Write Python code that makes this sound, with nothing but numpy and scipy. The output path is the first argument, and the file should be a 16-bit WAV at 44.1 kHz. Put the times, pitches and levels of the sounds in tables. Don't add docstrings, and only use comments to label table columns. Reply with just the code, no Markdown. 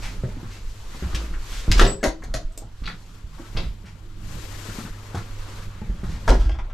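import sys
import numpy as np
from scipy import signal
from scipy.fft import irfft
from scipy.io import wavfile
from scipy.ndimage import uniform_filter1d

SR = 44100
rng = np.random.default_rng(int(sys.argv[2]) if len(sys.argv) > 2 else 0)


def wav_record(signal):
    frames = np.transpose(np.atleast_2d(signal))
    bounded = np.clip(frames, -1, 1)
    quanta = np.round(bounded * 32767).astype(np.int16)
    wavfile.write(sys.argv[1], SR, quanta)


def gain_from_db(level_db):
    decades = np.asarray(level_db, float) / 20
    return 10 ** decades


N = 297057
TIME_S = np.arange(N) / SR

# freq_hz, level_db_per_hz
RUMBLE_SPECTRUM = [(7.1, -46), (12, 32.5), (34, 11), (50, 21.5), (64, -30), (83, 1), (110, 5.5), (140, -60)]
DRONE_SPECTRUM = [(35, -2.5), (60, 23), (75, -18.5), (129, 2), (183, -0.5), (268, -9), (465, -24),
                  (625, -21.5), (1500, -20), (1950, -104)]
HISS_SPECTRUM = [(290, -22), (500, -4), (1260, -50), (1930, -19), (3040, 7), (7330, -11), (10600, -40),
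                 (12000, -10), (14400, -48)]
RUB_SPECTRUM = [(880, -58), (1500, -6.5), (4440, -4.5), (6340, -5.5), (7610, -6.5), (8220, -11),
                (10700, -16.5), (12000, -15), (14200, -27.5), (14900, -48)]
DRAG_SPECTRUM = [(180, -4), (300, -0.5), (517, -2), (726, -7.5), (883, -3.5), (1210, -2.5), (3500, -14.5),
                 (4550, -15), (7700, -120)]

# time_s, level_db
HUM_LEVEL = [(0, -44.5), (.3, -39.5), (.8, -46.5), (.95, -62), (2.2, -75), (2.6, -48.5), (3.1, -53),
             (3.6, -47), (4.2, -45), (4.6, -38.5), (4.8, -48), (4.95, -39.5), (5.72, -39), (5.85, -54),
             (6.06, -59), (6.25, -36.5), (6.74, -28)]
# start_s, hold_s, rumble_db, drone_rel_db
JOLTS = [(0, 0.5, -32.5, -7), (.62, 0.35, -35, -29), (1.14, 0.015, -27.5, -3.5), (1.35, 0.33, -31, -27),
         (1.89, 0.023, -48, 16), (2.25, 0.11, -31, -7.5), (2.9, 0.047, -45.5, 4.5), (3.58, 0.092, -26, -10),
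         (4.24, 0.12, -32.5, -8), (4.5, 0.14, -43.5, -4.5), (5.3, 0.82, -38, -8), (6.0, 0.4, -36, -1),
         (6.41, 0.0043, -21.5, -21), (6.55, 0.23, -20.5, -16)]
# time_s, left_minus_right_db
CAMERA_TURN = [(.25, -.7), (.75, .5), (2.25, 1), (2.75, -1.2), (4.25, -1.5), (4.75, .8), (5.25, -1),
               (5.75, -.6), (6.25, .8)]
# start_s, hold_s, rub_db, drag_rel_db
MOVES = [(0, 0.14, -48.5, 0.5), (.25, 0.36, -54, 5), (.7, 0.32, -52, -2), (.98, 0.26, -47, 5),
         (1.26, 0.17, -53.5, 6.5), (1.5, 0.1, -42.5, -1.5), (1.81, 0.005, -35.5, 8),
         (2.83, 0.34, -57.5, 0.5), (3.4, 0.24, -53, 0), (4.33, 0.27, -46.5, 0), (4.66, 0.16, -43.5, 1),
         (4.95, 0.37, -52, 4.5), (5.42, 0.21, -48.5, 5), (5.75, 0.48, -57, 7), (6.28, 0.11, -51.5, 6),
         (6.66, .1, -53.5, 14.5)]
# time_s, left_minus_right_db
CLOTH_SIDE = [(0, -2.5), (.6, 0.5), (1.5, -1), (2.5, -3.5), (4.2, 8.5), (4.8, 5), (5.5, 0), (6.74, 3.5)]
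# start_s, hold_s, low_mode_db, high_mode_rel_db
PANEL_HUMS = [(.1, 0.065, -45, -27), (1.12, 0.21, -44, -2), (2.95, 0.19, -60, -23),
              (4.05, 0.84, -62, 8.5), (6.4, 0.15, -44, 5.5)]
# freq_hz, width_hz, level_db
PANEL_HUM_MODES = [(181, 2, 0), (325, 47, 0)]
# start_s, swish_db, dull_rel_db, stroke_s, pitch_hz
SLEEVE_STROKES = [
    (.015, -42.5, 2, 0.032, 2530),
    (0.498, -50.5, -15, 0.037, 2780),
    (1.501, -46, -26, 0.057, 3960),
    (3.851, -52, 4.5, 0.02, 2980),
    (6.08, -52, -5, 0.043, 2400),
]
# start_s, peak_db, pitch_hz, t60_s
FLEXES = [(0.184, -22.5, 36, 0.12), (0.336, -23, 31.3, 0.12), (1.024, -21, 66.5, 0.28),
          (1.14, -23.5, 54, 0.71), (1.302, -25, 22.4, 0.69), (1.55, -28, 36, 1), (1.685, -11, 24, 0.17),
          (1.69, -22, 78.6, 0.31), (1.831, -22.5, 115.3, 0.24), (1.718, -14, 35.7, 0.33),
          (1.767, -8, 36, 0.2), (1.798, -14, 32.3, 0.41), (1.827, -4, 30.4, 0.084),
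          (2.072, -13.5, 39.8, 0.092), (2.296, -24.5, 36.3, 0.45), (2.446, -18.5, 23.7, 0.18),
          (2.815, -21, 39.6, 0.12), (2.854, -21, 30.2, 0.11), (3.241, -21.5, 45.6, 0.071),
          (3.58, -29.5, 35, 0.78), (3.659, -21.5, 48, 0.12), (4.182, -97, 37.7, 0.37),
          (4.899, -24.5, 23.7, 0.15), (5.391, -27, 23.8, 0.19), (5.89, -19.5, 45, 0.2)]
# start_s, peak_db, pitch_hz, t60_s
SHUDDER = [
    (6.282, -14.5, 28.7, 0.58),
    (6.293, -9.5, 47.7, 0.36),
    (6.396, -10, 42.7, 0.23),
    (6.457, -8.5, 48.4, 0.35),
    (6.507, -19, 65, 0.57),
    (6.617, -13, 28.8, 0.68),
]
# start_s, level_db, contact_s, pitch_hz
KNOCKS = [(.236, -34, .006, 380), (1.681, -40, .012, 1400), (1.797, -33, .045, 5300),
          (1.803, -28, .01, 2900), (1.812, -22, .008, 690), (1.835, -22, .012, 318), (2.04, -24, .008, 640),
          (2.054, -24, .006, 700), (2.066, -30, .008, 2050), (2.222, -47, .01, 1150),
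          (2.341, -29, .005, 640), (3.383, -42, .006, 1150), (3.3955, -32, .005, 350),
          (.235, -33, .005, 620), (5.145, -32, .004, 800), (5.15, -31, .004, 480), (5.153, -34, .005, 1250),
          (2.864, -36, .003, 4600), (2.876, -36, .002, 2300), (2.889, -38, .003, 4600),
          (2.901, -35, .003, 2200), (3.44, -48, .025, 1550), (3.572, -42, .012, 6100),
          (3.578, -38, .008, 1250), (5.816, -42, .006, 900), (6.697, -30, .008, 1100),
          (6.282, -21, .006, 1050), (6.286, -19, .007, 670), (6.297, -19, .007, 530),
          (6.308, -20, .006, 400), (6.318, -20, .007, 270), (6.319, -26, .008, 960), (6.325, -26, .01, 620)]
# start_s, thud_db, scuff_rel_db, pitch_hz
SOFT_STEPS = [(0.236, -25, -13, 131), (0.368, -37.5, -22, 300), (0.43, -36.5, -6, 236),
              (1.024, -27.5, -5.5, 105), (1.335, -47, 15, 110), (1.679, -23, -27, 114),
              (1.7, -23.5, -59, 191), (2.344, -35, -29, 136), (2.645, -43.5, -29, 130),
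              (3.237, -52, -14, 165), (3.55, -33, -5, 127), (3.632, -35, -3.5, 149), (3.84, -41, -4, 118),
              (4.687, -34, 0.5, 119), (4.85, -35, -1.5, 170), (5.817, -29.5, -17, 126),
              (5.897, -32.5, -14, 119)]
# start_s, thud_db, scuff_rel_db, contact_s, pitch_hz
GRITTY_STEPS = [
    (0.947, -41, -13, 0.011, 154),
    (2.821, -30, -15, 0.0022, 171),
    (3.383, -55.5, 12, 0.013, 360),
    (4.785, -32.5, -4, 0.015, 292),
    (5.145, -24.5, -0.5, 0.0079, 106),
    (5.171, -38.5, 7.5, 0.015, 116),
    (6.033, -34, -10, 0.052, 118.6),
]

# start_s, clatter_db, panel_rel_db, tick_rel_db, rattle_s
HANDLE_BLOWS = [(1.147, -34.5, -5, 9, 0.012), (1.7152, -27.5, -32, 14, 0.0059),
                (1.728, -43, -24, 12, 0.0092), (1.7796, -25.5, 1, -3.5, 0.01),
                (1.794, -7.5, -6.5, -27.5, 0.0081), (1.806, -12, -21, -28, 0.00087),
                (1.814, -10.5, 7, -21, 0.0044), (1.8225, -16, 11, -10, 0.0022),
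                (1.832, -11.5, 12.5, -14, 0.00089), (1.841, -21, 11, -21, 0.0028),
                (1.851, -21, -3, -22, 0.0066), (1.864, -18, 5, -19, 0.0039), (1.884, -37.5, 10, -7, 0.014)]
# time_s, pitch_hz, level_db
SQUEAK = [
    (1.864, 7770, -52),
    (1.878, 7768, -27),
    (1.905, 7765, -27),
    (1.95, 7760, -46),
    (1.975, 7765, -66),
]
# time_s, pitch_hz, level_db
CHIRP = [
    (2.005, 1746, -65.5),
    (2.011, 1670, -54),
    (2.03, 1700, -50),
]
# start_s, clatter_db, panel_rel_db, tick_rel_db, rattle_s
LEAF_BLOWS = [
    (2.029, -15, -0.5, -9.5, 0.0094),
    (2.038, -13, 8, 0.5, 0.0055),
    (2.046, -22, 2, -4, 0.0053),
    (2.059, -22.5, 16, 5, 0.0044),
    (2.0694, -25, -2, -4, 0.0054),
    (2.08, -33.5, -6, 5, 0.0084),
    (2.221, -30.5, -17.5, -16, 0.006),
    (2.2359, -37.5, 7, 3, 0.0082),
    (2.339, -23.5, -0.5, 1.5, 0.01),
    (2.3599, -40, -21, 5, 0.011),
]
# start_s, clatter_db, panel_rel_db, click_rel_db, rattle_s
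BOLT_BLOWS = [
    (2.5194, -73.5, -4, 23, 0.012),
    (2.5755, -30, 1, 10.5, 0.0024),
    (2.6199, -51.5, 18, -10, 0.0058),
]
# time_s, pitch_hz, level_db
CREAK = [
    (2.485, 594, -62),
    (2.51, 662, -62),
    (2.555, 710, -77),
]
CREAK_AGAIN = [
    (2.615, 780, -60),
    (2.635, 853, -52),
    (2.66, 844, -88),
    (2.685, 920, -59),
    (2.71, 960, -80),
]
# start_s, clatter_db, panel_rel_db, tick_rel_db, rattle_s
SPRING_BLOWS = [
    (2.837, -32, -13, -9, 0.0095),
    (2.856, -37, -13, 13, 0.004),
    (2.8625, -26, -5, 4.5, 0.0036),
    (2.875, -16, -11, -12, 0.0036),
    (2.888, -35, 8, -2, 0.0033),
    (2.9, -22.5, 0, -25, 0.0025),
    (2.914, -35, -1, 0, 0.006),
]
# start_s, clatter_db, panel_rel_db, tick_rel_db, rattle_s
STOP_BLOWS = [
    (3.566, -22.5, -2, -20, 0.0055),
    (3.571, -19.5, 1.5, -0.5, 0.0059),
    (3.579, -43, 3, 7, 0.0025),
    (3.588, -28, 6, -17, 0.0081),
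    (3.6, -32, -8, 2, 0.0082),
    (3.63, -55.5, -19, 12.5, 0.048),
]
# start_s, clatter_db, frame_rel_db, tick_rel_db, rattle_s
SLAM_BLOWS = [
    (6.276, -23, 14.5, 4, 0.008),
    (6.29, -15, 10, 3.5, 0.0045),
    (6.303, -13.5, 11, 9, 0.0019),
    (6.313, -17.5, 13.5, -8, 0.0018),
    (6.324, -31, 6, -7, 0.0032),
    (6.338, -31.5, -2, -5.5, 0.018),
    (6.394, -47, 11, 7.5, 0.08),
]
# start_s, clatter_db, frame_rel_db, tick_rel_db, rattle_s
JINGLE_BLOWS = [
    (6.494, -27, 19, 8, 0.0021),
    (6.513, -43.5, 6, 10.5, 0.011),
    (6.542, -40.5, 9.5, -1, 0.017),
    (6.586, -28.5, 10, -2, 0.0096),
    (6.696, -39, 11.5, 2, 0.019),
]

# freq_hz, level_db, t60_s
LATCH_MODES = [(1070, -22, 0.14), (1275, -10, 0.077), (1400, 1, 0.048), (1560, 0, 0.072), (1760, 8, 0.023),
               (1960, 8, 0.025), (2050, -13, 0.092)]
PANEL_MODES = [(130, -3, 0.069), (184, 8, 0.13), (320, -3, 0.29), (391, -6, 0.33), (416, -10, 0.56),
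               (547, 3, 0.18), (690, -40, 0.27), (840, -23, 0.074), (869, -21, 0.12)]
LEAF_MODES = [(305, -3, 0.3), (322, -5, .5), (447, -8, 0.13), (511, -10, 0.1), (603, -12, .3),
              (640, 2, 0.07), (705, -1, 0.1), (760, -5, .06), (991, -3, .09), (1090, -6, .05)]
FRAME_MODES = [(196, 0.5, 0.2), (270, 3.5, 0.2), (376, 1, 0.44), (490, -7, 0.22), (550, -15, .12),
               (656, -18, 0.082), (738, -11, 0.18), (920, -3, .25), (1060, 1, 0.034), (1130, 0.5, 0.046),
               (1416, 5, 0.034), (1694, 8, 0.042)]
# freq_hz, width_hz, level_db
CLATTER_MODES = [(1020, 57, -14), (1470, 160, -1), (1890, 240, 20), (2100, 1500, 28), (2400, 80, -17)]

# freq_hz, t60_s
VESTIBULE_DECAY = [(100, 0.22), (500, 0.23), (2000, 0.2), (5000, 0.22), (12000, 0.13)]
# freq_hz, left_minus_right_db
PORT_LEAN = [(60, -1.4), (500, 2), (3000, 2.5), (6000, -0.5), (8500, 5.5), (10500, 3.5), (12000, 16),
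             (13500, 11.5), (15000, -4)]
# freq_hz, correlation
PORT_LIKENESS = [(60, 0.99), (180, 1), (540, 0.82), (1610, 0.42), (4830, 0.37), (14500, 0.12)]

HISS_DB, HUM_HZ = -64, 100
STILL_RUMBLE_DB, STILL_DRONE_DB, JOLT_RISE_S, JOLT_FALL_S = -39, -47.5, 0.16, 0.14
REST_RUB_DB, REST_DRAG_DB, MOVE_RISE_S, MOVE_FALL_S = -62, -57.5, 0.22, 0.19
SLEEVE_BRIGHT_REL_DB = -6
SOFT_CONTACT_S = 0.014
SOFT_GRIT_REL_DB, GRIT_OVER_SCUFF_DB = -101, 1
HANDLE_HZ, LEAF_HZ, BOLT_HZ, STOP_HZ, SLAM_HZ = 4680, 4440, 8500, 4030, 3500
SPRING_HZ, JINGLE_HZ = 4600, 3400
PUSH_SHARE = 0.3
ECHO_TURN_S = 0.5
FADE_START_S, FADE_DB_PER_S = 6.36, -42


def evened(x):
    return x / np.sqrt(np.mean(x ** 2) + 1e-20)


def read(points, hz):
    f, value = np.transpose(points)
    return np.interp(np.log(hz + 1), np.log(f + 1), value)


def curves(rows):
    s, *columns = np.transpose(rows)
    return [np.interp(TIME_S, s, column) for column in columns]


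def panned(db):
    return gain_from_db(np.array([db / 2, -db / 2]))


def wander(seconds):
    size = int(seconds * SR)
    smooth = uniform_filter1d(rng.standard_normal(N), size)
    return evened(uniform_filter1d(smooth, size))


def likeness(hz):
    return np.clip(read(PORT_LIKENESS, hz), -1, 1)[:, None]


def noise(spectrum, patchy_db, size):
    frames, hz = 4 * N // size + 5, np.fft.rfftfreq(size, 1 / SR)
    a, b, c, d, patches = rng.standard_normal((frames, len(hz), 5)).T
    patches = uniform_filter1d(patches, 8, 0)
    patches = evened(uniform_filter1d(patches, 10, 1))
    same, left, other = likeness(hz), a + 1j * b, c + 1j * d
    z = np.array([left, same * left + np.sqrt(1 - same ** 2) * other])
    z *= gain_from_db(read(spectrum, hz)[:, None] + patchy_db * patches)
    return evened(signal.istft(z, nperseg=size, noverlap=3 * size // 4)[1][:, :N])


def swells(rows, rests_db, rise_s, fall_s):
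    s, hold, db, second_rel_db = np.transpose(rows)[:, :, None]
    t = np.arange(0, N / SR + .002, .002)
    rising, falling = 1 + (t - s) / rise_s, 1 + (s + hold - t) / fall_s
    ramp = np.clip(np.minimum(rising, falling), 0, 1) ** 2
    gains = []
    for rest_db, top_db in zip(rests_db, [db, db + second_rel_db]):
        power = gain_from_db(rest_db) ** 2 + np.sum((gain_from_db(top_db) * ramp) ** 2, axis=0)
        gains.append(np.interp(TIME_S, t, np.sqrt(power)))
    return gains


def body(peaks, lo_hz, hi_hz, broad_db, order=2):
    t = np.arange(8192) / SR
    band = signal.butter(order, [lo_hz, hi_hz], "band", fs=SR, output="sos")
    rings = 0
    for hz, width_hz, db in peaks:
        decay = np.exp(-np.pi * width_hz * t)
        rings = rings + gain_from_db(db) * np.sqrt(width_hz) * decay * np.sin(2 * np.pi * hz * t)
    thump = evened(signal.sosfilt(band, 1. * (t == 0)))
    h = evened(signal.sosfilt(band, rings)) + gain_from_db(broad_db) * thump
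    return h / np.linalg.norm(h)


def ringing(modes, damping):
    return [(hz, damping * np.log(1000) / np.pi / t60, db) for hz, db, t60 in modes]


def pitched(rows, hz):
    return [(*row, hz) for row in rows]


def strikes(rows, bodies, rises_s, grain_db, solid):
    t, out = np.arange(12000) / SR, np.zeros(N + 24000)
    shapes = {hz: bodies(hz) for hz in {row[-1] for row in rows}}
    for s, db, second_rel_db, third_rel_db, last_s, hz in rows:
        levels_db = [db, db + second_rel_db, db + third_rel_db]
        decay_s = max(last_s, .001)
        contacts = rng.standard_normal(len(t))
        grains = np.repeat(rng.standard_normal(len(t) // 40), 40)
        contacts = evened(contacts * gain_from_db(grain_db * grains))
        for h, rise_s, firm, level_db in zip(shapes[hz], rises_s, solid, levels_db):
            force = contacts * (1 - np.exp(-t / rise_s)) * np.exp(-t / decay_s)
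            push = np.hanning(int(PUSH_SHARE * min(rise_s, .004) * SR) + 3)
            force[:len(push)] += firm * np.sqrt(decay_s * SR) * push / push.sum()
            force = force[:int(9 * max(last_s, rise_s) * SR) + 99]
            sound = signal.fftconvolve(gain_from_db(level_db) * force, h)
            out[round(s * SR):][:len(sound)] += sound
    return out[:N]


def car():
    (hum_db,) = curves(HUM_LEVEL)
    rock, fans = swells(JOLTS, [STILL_RUMBLE_DB, STILL_DRONE_DB], JOLT_RISE_S, JOLT_FALL_S)
    turns = np.cumsum(HUM_HZ + 1.13 * wander(0.09)) / SR
    hum = np.sqrt(2) * gain_from_db(hum_db + 1.0 * wander(0.0039)) * np.sin(2 * np.pi * turns)
    rumble = rock * noise(RUMBLE_SPECTRUM, 0.51, size=4096)
    drone = fans * noise(DRONE_SPECTRUM, 4.2, size=2048)
    hiss = gain_from_db(HISS_DB - 2.5) * noise(HISS_SPECTRUM, 2.0, size=512)
    return rumble + hum + drone + hiss


def clothes():
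    (side_db,) = curves(CLOTH_SIDE)
    bright, dull = swells(MOVES, [REST_RUB_DB, REST_DRAG_DB], MOVE_RISE_S, MOVE_FALL_S)
    rub = bright * noise(RUB_SPECTRUM, 0.63, size=256)
    drag = dull * noise(DRAG_SPECTRUM, 2.17, size=512)
    return gain_from_db(0.75 * wander(0.014)) * panned(side_db) * (rub + drag)


def panel_hum():
    out = np.zeros(N)
    for gain, mode in zip(swells(PANEL_HUMS, [-70, -68], 0.086, 0.15), PANEL_HUM_MODES):
        sheet = body([mode], 94, 420, broad_db=-49)
        out += gain * signal.oaconvolve(rng.standard_normal(N), sheet)[:N]
    return out


def sleeve():
    dull = body([(1000, 1200, 0)], 820, 2800, broad_db=10)
    bright = body([(5800, 4100, 0)], 2960, 9600, broad_db=-2.0)

    def bodies(hz):
        swish = body([(hz, hz / 3, 0)], 1430, 4800, broad_db=11.0)
        return [swish, dull, bright]

    rows = [(s, db, dull_db, SLEEVE_BRIGHT_REL_DB, last, hz) for s, db, dull_db, last, hz in SLEEVE_STROKES]
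    return gain_from_db(19.0) * strikes(rows, bodies, [.1, .1, .1], grain_db=-0.5, solid=[0, 0, 0])


def booms():
    t, out = np.arange(SR // 2) / SR, np.zeros(N + SR)
    onset = 1 - np.exp(-t / 0.0055)
    for s, db, hz, t60 in list(FLEXES) + list(SHUDDER):
        swing = np.sin(2 * np.pi * hz * t) * onset
        out[round(s * SR):][:len(t)] += gain_from_db(db + 6.5 - 60 * t / t60) * swing
    return out[:N]


def raps():
    def bodies(hz):
        return [body([(hz, hz / 9, 0)], .6 * hz, 1.6 * hz, broad_db=-4)]

    rows = [(s, db, 0, 0, last, hz) for s, db, last, hz in KNOCKS]
    return strikes(rows, bodies, [.002], grain_db=1.5, solid=[.9])


def steps():
    scuff = body(CLATTER_MODES, 1060, 2000, broad_db=34.0)
    grit = body([(4200, 4500, 0)], 1120, 6600, broad_db=9)

    def bodies(hz):
        thud = body([(hz, hz / 4, 0), (1.69 * hz, hz / 3, -4)], 70, 306, broad_db=-2.5)
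        return [thud, scuff, grit]

    rows = [(s, db, scuff_db, SOFT_GRIT_REL_DB, SOFT_CONTACT_S, hz) for s, db, scuff_db, hz in SOFT_STEPS]
    rows += [(s, db, scuff_db, scuff_db + GRIT_OVER_SCUFF_DB, last, hz)
             for s, db, scuff_db, last, hz in GRITTY_STEPS]
    return gain_from_db(-4.0) * strikes(rows, bodies, [.01, .003, .008], grain_db=3.0, solid=[2.2, .1, .02])


def panel():
    return body(ringing(PANEL_MODES, 0.73), 157, 790, broad_db=2)


def loose_metal():
    return body(CLATTER_MODES, 900, 2400, broad_db=-2)


def handle():
    latch, shut = body(ringing(LATCH_MODES, 2.5), 1150, 3600, broad_db=5), panel()

    def bodies(hz):
        return [latch, shut, body([(hz, hz / 8, 0)], 1760, 5560, broad_db=56.0)]

    rows = pitched(HANDLE_BLOWS, HANDLE_HZ)
    return strikes(rows, bodies, [.0015, .003, .0004], grain_db=3, solid=[.15, .4, .08])


def whistle(rows, flutter_db, waver=.005):
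    hz, db = curves(rows)
    hz = hz * (1 + waver * wander(0.0066))
    gate = np.clip(np.minimum(TIME_S - rows[0][0], rows[-1][0] - TIME_S) / 0.0022, 0, 1)
    level = np.sqrt(2) * gate * gain_from_db(db + flutter_db * wander(0.0064))
    return level * np.sin(2 * np.pi * np.cumsum(hz) / SR)


def latch_spring():
    return whistle(SQUEAK, 2.8, waver=.0015) + whistle(CHIRP, 2.9)


def leaf():
    clatter, free = loose_metal(), body(ringing(LEAF_MODES, 1.4), 220, 1150, broad_db=-5)

    def swing_bodies(hz):
        peaks = [(hz, hz / 6, 0), (1.55 * hz, hz / 4, 0)]
        return [clatter, free, body(peaks, 0.75 * hz, 2 * hz, broad_db=3)]

    def bolt_bodies(hz):
        return [clatter, free, body([(hz, hz / 7, 0)], 0.5 * hz, 1.64 * hz, broad_db=-1.0)]

    swing = strikes(pitched(LEAF_BLOWS, LEAF_HZ), swing_bodies, [.003, .004, .002],
                    grain_db=2.5, solid=[.07, .7, .05])
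    bolt = strikes(pitched(BOLT_BLOWS, BOLT_HZ), bolt_bodies, [.003, .004, .0008],
                   grain_db=2.5, solid=[.07, .9, .1])
    return gain_from_db(-4.5) * (swing + bolt)


def hinge():
    return whistle(CREAK, 1.6) + whistle(CREAK_AGAIN, 3.5)


def stop():
    catch = body([(1700, 300, -5), (2250, 400, 0), (2750, 400, -2)], 1200, 3500, broad_db=3)
    shut = panel()

    def bodies(hz):
        rattle = body([(hz, hz / 12, 0)], 1700, hz + 900, broad_db=2.0 + 9 * (hz < 4300), order=4)
        return [catch, shut, rattle]

    rows = pitched(SPRING_BLOWS, SPRING_HZ) + pitched(STOP_BLOWS, STOP_HZ)
    return gain_from_db(-4.5) * strikes(rows, bodies, [.0015, .004, .001], grain_db=2.0, solid=[.3, .3, .25])


def slam():
    clatter = loose_metal()
    frame = body(ringing(FRAME_MODES, 1.3), 120, 1900, broad_db=3, order=3)

    def slam_bodies(hz):
        return [clatter, frame, body([(hz, hz / 8, 0)], 2030, 5400, broad_db=12.0)]

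    def jingle_bodies(hz):
        return [clatter, frame, body([(hz, hz / 11, 0)], 2200, 5600, broad_db=1, order=3)]

    shut = strikes(pitched(SLAM_BLOWS, SLAM_HZ), slam_bodies, [.005, .005, .004],
                   grain_db=2.0, solid=[.03, .1, .02])
    jingle = strikes(pitched(JINGLE_BLOWS, JINGLE_HZ), jingle_bodies, [.003, .004, .002],
                     grain_db=1, solid=[.05, .15, .03])
    return gain_from_db(-0.5) * (shut + jingle)


def echoes():
    taps = np.zeros((3, 2, SR // 2))
    at = np.arange(200, SR // 2 - 20, 20)
    at = at + rng.integers(0, 20, (2, len(at)))
    signs = rng.choice([-1., 1.], at.shape)
    for k, pattern in enumerate(taps):
        np.put_along_axis(pattern, at, np.roll(signs, 300 * k, axis=1), 1)
    hz, t, z = signal.stft(taps, SR, nperseg=256)
    same = likeness(hz)
    z[:, 1] = same * z[:, 0] + np.sqrt(1 - same ** 2) * z[:, 1]
    decay = gain_from_db(-60 * t / read(VESTIBULE_DECAY, hz)[:, None])
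    tails = signal.istft(z * decay, SR, nperseg=256)[1]
    return tails / np.linalg.norm(tails[0, 0])


def vestibule(x, tails):
    turn = np.pi * TIME_S / ECHO_TURN_S
    out = np.zeros((2, N))
    for k, tail in enumerate(tails):
        share = np.sqrt(2 / 3) * np.cos(turn + k * np.pi / 3)
        out += signal.oaconvolve((x * share)[None], tail, axes=1)[:, :N]
    return out


def scene():
    knocks = handle() + leaf() + stop() + slam()
    knocks += steps() + sleeve()
    knocks += latch_spring() + hinge()
    tails = echoes()
    around = panned(*curves(CAMERA_TURN)) * (booms() + car() + panel_hum()) + clothes()
    knocks += raps()
    return knocks + gain_from_db(-1.5) * vestibule(knocks, tails) + around


def low_pass(x):
    return signal.sosfilt(signal.butter(12, 15060, fs=SR, output="sos"), x)


def record(dry):
    hz = np.fft.rfftfreq(1024, 1 / SR)
    top = 1 / np.sqrt(1 + (hz / 13500) ** 24)
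    ports = irfft(panned(read(PORT_LEAN, hz)) * top)
    ports = np.roll(ports, 512, axis=1) * np.hanning(1024)
    heard = signal.oaconvolve(dry, ports, axes=1)[:, 512:N + 512]
    heard = heard * gain_from_db(FADE_DB_PER_S * np.maximum(TIME_S - FADE_START_S, 0))
    limited = np.tanh(heard / 1.601) * 1.447
    return low_pass(limited)


dry = scene()
out = record(dry)
wav_record(out)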